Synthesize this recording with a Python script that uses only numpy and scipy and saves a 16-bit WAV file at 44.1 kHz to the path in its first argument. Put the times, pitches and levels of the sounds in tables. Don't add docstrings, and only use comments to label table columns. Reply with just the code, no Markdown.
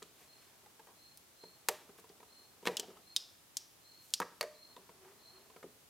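import sys
import numpy as np
from scipy import signal
from scipy.fft import rfft, irfft, next_fast_len
from scipy.io import wavfile

SR = 44100
rng = np.random.default_rng(int(sys.argv[2]) if len(sys.argv) > 2 else 0)


def wav_out(sig):
    wavfile.write(sys.argv[1], SR, np.round(np.clip(np.atleast_2d(sig).T, -1, 1) * 32767).astype(np.int16))


N = 259749
TIME = np.arange(N) / SR
AGE = np.arange(SR // 2) / SR

# frequency in Hz, gain in dB.
ROOM_TONE_SPECTRUM = [(12, -65), (20, -16.5), (104, -1), (187, -4), (347, -3), (446, -6), (624, -6.5),
                      (759, -6), (897, -7.5), (1290, -8.5), (1570, -10), (2670, -10.5), (4540, -11),
                      (14700, -13.5), (16000, -20.5)]
ROOM_TONE_SIDE = [(25, 10), (60, -11), (125, -4), (300, -4), (1000, -2.5), (4000, -1), (8000, -0.5),
                  (14000, 0)]
# frequency in Hz, time to fall 60 dB in seconds.
ROOM_DECAY = [(100, 0.95), (500, 0.63), (2000, 0.53), (5000, 0.45), (9000, 0.38), (16000, 0.33)]
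# start and end in seconds, level in dB.
HAND_GRIPS = [(0, 0.993, -72.5), (1.46, 2.595, -72.5), (2.7, 3.012, -65.5), (4.683, 5.608, -68.5)]
# middle and half length in seconds, level in dB, tilt in dB per octave.
SLEEVE_SLIDES = [(0.227, 0.053, -61, -1.5), (0.45, 0.093, -67.5, -3), (.9, 0.025, -65, -22),
                 (1.994, 0.016, -58.5, 1.5), (2.708, 0.05, -55, -3.5), (4.07, 0.071, -63.5, 4)]
# start in seconds, level in dB, weight from 0 (a fingertip on the wall)
# to 1 (the flesh of the hand shaking the whole box), wall pitch in Hz.
FINGER_BUMPS = [(.021, -49, 0.53, 1320), (.213, -61.5, 0.61, 750), (.659, -60, 0.16, 860),
                (.794, -54.5, 0.37, 900), (0.87, -58.5, .45, 705), (1.436, -50.5, 0.64, 870),
                (1.892, -55, 0.75, 760), (1.985, -55, 0.61, 1070), (2.041, -56.5, 0.45, 1100),
                (2.098, -57.5, 0.75, 780), (2.201, -56, .52, 820), (2.228, -56.5, 0.29, 1090),
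                (2.627, -51.5, 0.63, 900), (2.793, -46.5, 0.7, 900), (2.829, -51.5, 0.47, 750),
                (2.883, -54.5, 0.85, 750), (2.903, -54, .75, 1295), (2.969, -59.5, 0.23, 1340),
                (4.764, -52.5, 0.33, 1000), (4.777, -57.5, 0.79, 1060), (4.891, -53.5, 0.5, 1010),
                (5.047, -61, 0.27, 890), (5.499, -60, 0.25, 1010), (5.562, -53, 0.56, 1300),
                (5.628, -51, 0.47, 1170), (5.64, -53, 1, 800)]
# frequency in Hz, relative level in dB, time to fall 60 dB in seconds at a damping of 1.
WALL_MODES = [(761, -3, 0.084), (914, 2.5, 0.027), (930, -1, 0.028), (955, 0.5, 0.086), (1157, 10.5, 0.01),
              (1249, -7, 0.095), (1654, 2.5, 0.024), (1826, -9, 0.051), (1890, -7, 0.06),
              (2245, -4.5, 0.038), (2800, -15.5, 0.03)]
CAVITY_MODES = [(324, -11, 0.12), (380, 0, 0.11), (405, 3.5, 0.056), (439, -2, 0.19), (484, 16, 0.046),
                (500.7, -1.5, 0.074), (562, -4, 0.15), (609.5, -3, 0.27), (643, -8, 0.2), (684, 5.5, 0.082)]
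# frequency in Hz, gain in dB.
RUB_SPECTRUM = [(100, -20.5), (200, -10), (300, -14), (400, -2.5), (520, -13), (650, -6.5), (800, -10.5),
                (1050, -9.5), (1700, -20), (4000, -33.5), (12000, -36)]
PLASTIC_SPECTRUM = [(300, -10), (900, 0), (2500, 6.5), (4500, 4.5), (7200, 4.5), (9000, 2), (13000, 3),
                    (16000, -7.5)]
THUD_SPECTRUM = [(20, -66), (50, -34), (100, -27), (175, -3.5), (240, -4.5), (300, -2.5), (450, -3.5),
                 (1000, -55.5)]
PLUG_SPECTRUM = [(200, -24), (1000, -17.5), (2200, -13.5), (3100, -2.5), (5000, -1.5), (7400, -3),
                 (9000, -8), (12500, -16), (16000, -23.5)]
# frequency in Hz, gain in dB on all sounds of the box.
BOX_RADIATION = [(15, -28), (40, -31), (80, -7.5), (140, -2)]
# start in seconds, level in dB,
# pitch in Hz, strength of that pitch in dB, tilt in dB per octave, room send in dB.
PLUG_CLICKS = [(0.027, -49, 5400, -10, -1.5, -8), (1.174, -52, 7100, -10, 10, -20),
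               (2.093, -61, 4800, 6, -2, -20), (2.7695, -31.5, 3050, 14, 2.5, -9.5),
               (2.7972, -33, 2940, 16, 3.5, -23), (3.1637, -25, 3670, 13.5, 3, -14),
               (3.1664, -35, 5100, 27, -6.5, -7.5), (3.5699, -31.5, 5740, 6.5, 4, -12),
               (4.105, -58.5, 9000, 6, 3, -15), (4.138, -25, 5050, 5.5, 3, -13.5),
               (4.4104, -34, 4460, 26, 3, -14.5), (4.765, -57, 3700, 23, -8, -15)]
# frequency in Hz, gain in dB.
CLICK_ROOM_GAIN = [(2500, -3), (4000, -2.5), (5500, 0), (7500, -7.5), (12000, -4)]
# start in seconds, relative level in dB.
CRICKET_CHIRPS = [(0.209, -72.5), (0.919, -69.5), (1.32, -68), (2.24, -68.5), (2.985, -67), (3.785, -66.5),
                  (4.504, -66), (5.154, -65.5)]
# start in seconds, levels of wall, thud, cavity and crack in dB,
# crack tilt in dB per octave, wall and cavity pitch in Hz, first flight in seconds, rebound loss in dB.
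BOX_KNOCKS = [(1.6864, -30, -70, -35.5, -23, -0.5, 980, 577, .0015, 12.5),
              (1.6936, -41.5, -55.5, -37, -43, -6, 1780, 400, .008, 29),
              (2.6547, -52, -49.5, -41.5, -38, -5, 1400, 495, 0.0096, -1.5),
              (2.6721, -29, -34, -31, -25, -7, 980, 478, 0.0092, 10),
              (2.697, -47, -43, -38, -51, -7, 980, 416, 0.00983, 20),
              (4.2013, -29, -39, -38, -37, 0, 1040, 385, 0.0067, 15),
              (4.2175, -33.5, -50, -45, -44, -6, 1350, 510, .0065, 2.5),
              (4.41, -31.5, -69, -34, -31.5, -2, 2200, 597, 0.018, 9)]
# middle in seconds, level in dB.
HOSE_TURNS = [(4.86, -76), (5.08, -62), (5.37, -67.5), (5.66, -81)]


def amp(db):
    return 10 ** (np.asarray(db) / 20)


def unit(x):
    return x / np.sqrt(np.mean(x ** 2) + 1e-20)


def along(points, hz):
    freqs, values = np.transpose(points)
    return np.interp(np.log(hz + 1), np.log(freqs + 1), values)


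def tilt(hz, db_per_octave):
    return db_per_octave * np.log2(np.maximum(hz, 1000) / 5000)


def hump(hz, centre_hz, octaves, db):
    return db / (1 + (np.log2((hz + 1) / centre_hz) / octaves) ** 2)


def colour(x, curve):
    size = 2 * next_fast_len(x.shape[-1] // 2 + 4096)
    gain = amp(curve(np.fft.rfftfreq(size, 1 / SR)))
    cepstrum = irfft(np.log(gain + 1e-6))
    cepstrum[1:size // 2] *= 2
    cepstrum[size // 2 + 1:] = 0
    return irfft(rfft(x, size) * np.exp(rfft(cepstrum)), size)[..., :x.shape[-1]]


def favour(x, centre_hz, octaves, db):
    return colour(x, lambda hz: hump(hz, centre_hz, octaves, db))


def wobble(rate, size):
    return np.interp(np.arange(size) * rate / SR, np.arange(4096), rng.standard_normal(4096))


def blow(x, db):
    return amp(db) * x * np.sqrt(.005 * SR / np.sum(x ** 2))


def fade(t60):
    return np.exp(-np.log(1000) * AGE / max(t60, 1e-3))


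def add(track, start, x):
    part = track[max(round(start * SR), 0):][:len(x)]
    part += x[:len(part)]


def room_tone(mid_db=-66):
    noise = rng.standard_normal((2, N + SR))
    mid, side = colour(noise, lambda hz: along(ROOM_TONE_SPECTRUM, hz))[:, SR:]
    side = colour(unit(side), lambda hz: along(ROOM_TONE_SIDE, hz))
    return amp(mid_db) * np.array([unit(mid) + side, unit(mid) - side])


def friction():
    return rng.standard_normal(N) * amp(2.8 * wobble(rate=160, size=N))


def plastic(x, slope_db):
    return colour(x, lambda hz: along(PLASTIC_SPECTRUM, hz) + tilt(hz, slope_db))


def hand_swell(middle, half_s):
    return np.exp(-((TIME - middle) / half_s) ** 2)


def rubbing(fade_s=0.038):
    rub = colour(friction(), lambda hz: along(RUB_SPECTRUM, hz))
    held = sum(amp(db) * np.clip(np.minimum(TIME - start, end - TIME) / fade_s + .5, 0, 1)
               for start, end, db in HAND_GRIPS)
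    out = unit(rub) * held
    for middle, half_s, db, slope_db in SLEEVE_SLIDES:
        hiss = unit(plastic(friction(), slope_db))
        out += amp(db) * hiss * hand_swell(middle, half_s)
    return out


def impact(t60, spike):
    x = rng.standard_normal(len(AGE)) * fade(t60)
    x[0] = spike * np.linalg.norm(x)
    return x


def ring(modes, damping, scatter_db, waver):
    out = np.zeros(len(AGE))
    for hz, db, t60 in modes:
        phase = 2 * np.pi * hz * np.cumsum(1 + waver * wobble(rate=158, size=len(AGE))) / SR
        strength = rng.choice([-1, 1]) * amp(db + scatter_db * rng.normal())
        out += strength * fade(t60 / damping) * np.sin(phase)
    return out


def thud(t60, mount_hz=165):
    shake = impact(t60, spike=1.0)
    return colour(shake, lambda hz: along(THUD_SPECTRUM, hz) + hump(hz, mount_hz, octaves=0.41, db=4.5))


def finger_bumps(rise_s=0.0012):
    out = np.zeros(N)
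    rise = 1 - np.exp(-AGE / rise_s)
    for start, db, weight, wall_hz in FINGER_BUMPS:
        heavy = weight - .5
        shift_db = 16.75 * heavy
        wall_db, cavity_db, thud_db = db - shift_db, db + shift_db, db - 7 + 30 * heavy
        cavity_hz = 424 * 2 ** (-0.3 * heavy)
        press = impact(t60=.045, spike=.6)
        wall = signal.fftconvolve(press, ring(WALL_MODES, damping=2.5, scatter_db=2, waver=.03))
        wall = favour(wall[:len(AGE)] * rise, wall_hz, octaves=0.16, db=16)
        cavity = ring(CAVITY_MODES, damping=1.5, scatter_db=2, waver=0.037)
        cavity = favour(cavity * rise, cavity_hz, octaves=0.14, db=14)
        scuff = plastic(press * rise, slope_db=-4.5)
        add(out, start, blow(wall, wall_db) + blow(scuff, wall_db - 6))
        add(out, start, blow(cavity, cavity_db) + blow(thud(t60=0.16), thud_db))
    return out


def plug_clicks(room_peak_share=0.77):
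    direct, send = np.zeros((2, N))
    for start, db, pitch_hz, peak_db, slope_db, send_db in PLUG_CLICKS:
        body = lambda hz: along(PLUG_SPECTRUM, hz) + tilt(hz, slope_db)
        peak = lambda hz: hump(hz, pitch_hz, octaves=0.15, db=peak_db)
        click = colour(impact(t60=0.033, spike=0.8), lambda hz: body(hz) + peak(hz))
        smooth = colour(signal.unit_impulse(len(AGE)), lambda hz: body(hz) + room_peak_share * peak(hz))
        add(direct, start, blow(click, db))
        add(send, start, blow(smooth, db + send_db))
    return direct, colour(send, lambda hz: along(CLICK_ROOM_GAIN, hz))


def workshop(x, side_db, build_s=0.0032):
    hz, t, spectra = signal.stft(rng.standard_normal((2, SR * 3 // 4)), SR, nperseg=256)
    decay = np.exp(-np.log(1000) * t / along(ROOM_DECAY, hz)[:, None])
    tail = signal.istft(spectra * decay, SR, nperseg=256)[1]
    tail *= 1 - np.exp(-np.arange(tail.shape[1]) / SR / build_s)
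    mid, side = signal.fftconvolve(x[None], tail / np.linalg.norm(tail[0]), axes=1)[:, :N]
    return np.array([mid + amp(side_db) * side, mid - amp(side_db) * side])


def cricket(pitch_hz=4240, strokes_hz=44, rise_hz=130, chirp_s=.27):
    out = np.zeros(N)
    t = np.arange(int(chirp_s * SR)) / SR
    for start, db in CRICKET_CHIRPS:
        stroke_phase = np.cumsum(strokes_hz * (1 + .3 * wobble(rate=30, size=len(t)))) / SR % 1
        rasp_hz = 85 * (1 - 2 * stroke_phase) + 60 * wobble(rate=250, size=len(t))
        hz = pitch_hz + rasp_hz - rise_hz * np.exp(-(t / 0.1) ** 2)
        tone = np.sin(2 * np.pi * np.cumsum(hz) / SR)
        strokes = amp(2.5 * wobble(rate=40, size=len(t))) * np.sqrt(np.sin(np.pi * stroke_phase))
        swell = np.sin(np.pi * t / chirp_s) ** 2
        add(out, start, amp(db) * unit(tone * strokes * swell))
    return out


def rebounds(start, flight_s, loss_db, count=3, shrink=.6):
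    bounce = np.arange(count)
    return zip(start + flight_s * (1 - shrink ** bounce) / (1 - shrink), loss_db * bounce)


def box_knocks(cavity_loss_share=0.23, crack_loss_share=1.17):
    direct, send = np.zeros((2, N))
    for (start, wall_db, thud_db, cavity_db, crack_db, slope_db,
         wall_hz, cavity_hz, flight_s, loss_db) in BOX_KNOCKS:
        for at, lost_db in rebounds(start, flight_s, loss_db):
            wall = ring(WALL_MODES, damping=1.4, scatter_db=3, waver=0.033)
            wall = favour(wall, wall_hz, octaves=0.63, db=12.5)
            cavity = ring(CAVITY_MODES, damping=0.86, scatter_db=-1, waver=0.029)
            cavity = favour(cavity, cavity_hz, octaves=0.17, db=11.5)
            body = blow(wall, wall_db - lost_db) + blow(cavity, cavity_db - cavity_loss_share * lost_db)
            body += blow(thud(t60=0.13), thud_db - lost_db)
            crack = plastic(impact(t60=0.024, spike=0.37), slope_db)
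            smooth = plastic(signal.unit_impulse(len(AGE)), slope_db)
            contact_db = crack_db - crack_loss_share * lost_db
            add(direct, at, body + blow(crack, contact_db))
            add(send, at, body + blow(smooth, contact_db))
    return direct, send


def hose(pitch_hz=385, scrape_db=-3):
    hum = favour(rng.standard_normal(N), pitch_hz, octaves=0.2, db=47)
    scrape = plastic(friction(), slope_db=-10)
    turns = sum(amp(db) * hand_swell(middle, half_s=0.069) for middle, db in HOSE_TURNS)
    return (unit(hum) + amp(scrape_db) * unit(scrape)) * turns


def scene():
    handling = finger_bumps() + rubbing() + hose()
    box, box_send = colour(np.array(box_knocks()) + handling, lambda hz: along(BOX_RADIATION, hz))
    plug, plug_send = plug_clicks()
    chirps = amp(-2.5) * cricket()
    room = amp(-16.5) * workshop(box_send, side_db=-55)
    room += workshop(plug_send, side_db=-43) + workshop(chirps, side_db=-51)
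    return box + plug + chirps + room + room_tone()


def record(dry, top_hz=16200):
    size = next_fast_len(N + SR // 2)
    passband = np.fft.rfftfreq(size, 1 / SR) < top_hz
    return irfft(rfft(dry, size) * passband, size)[:, :N]


dry = scene()
out = record(dry)
wav_out(out)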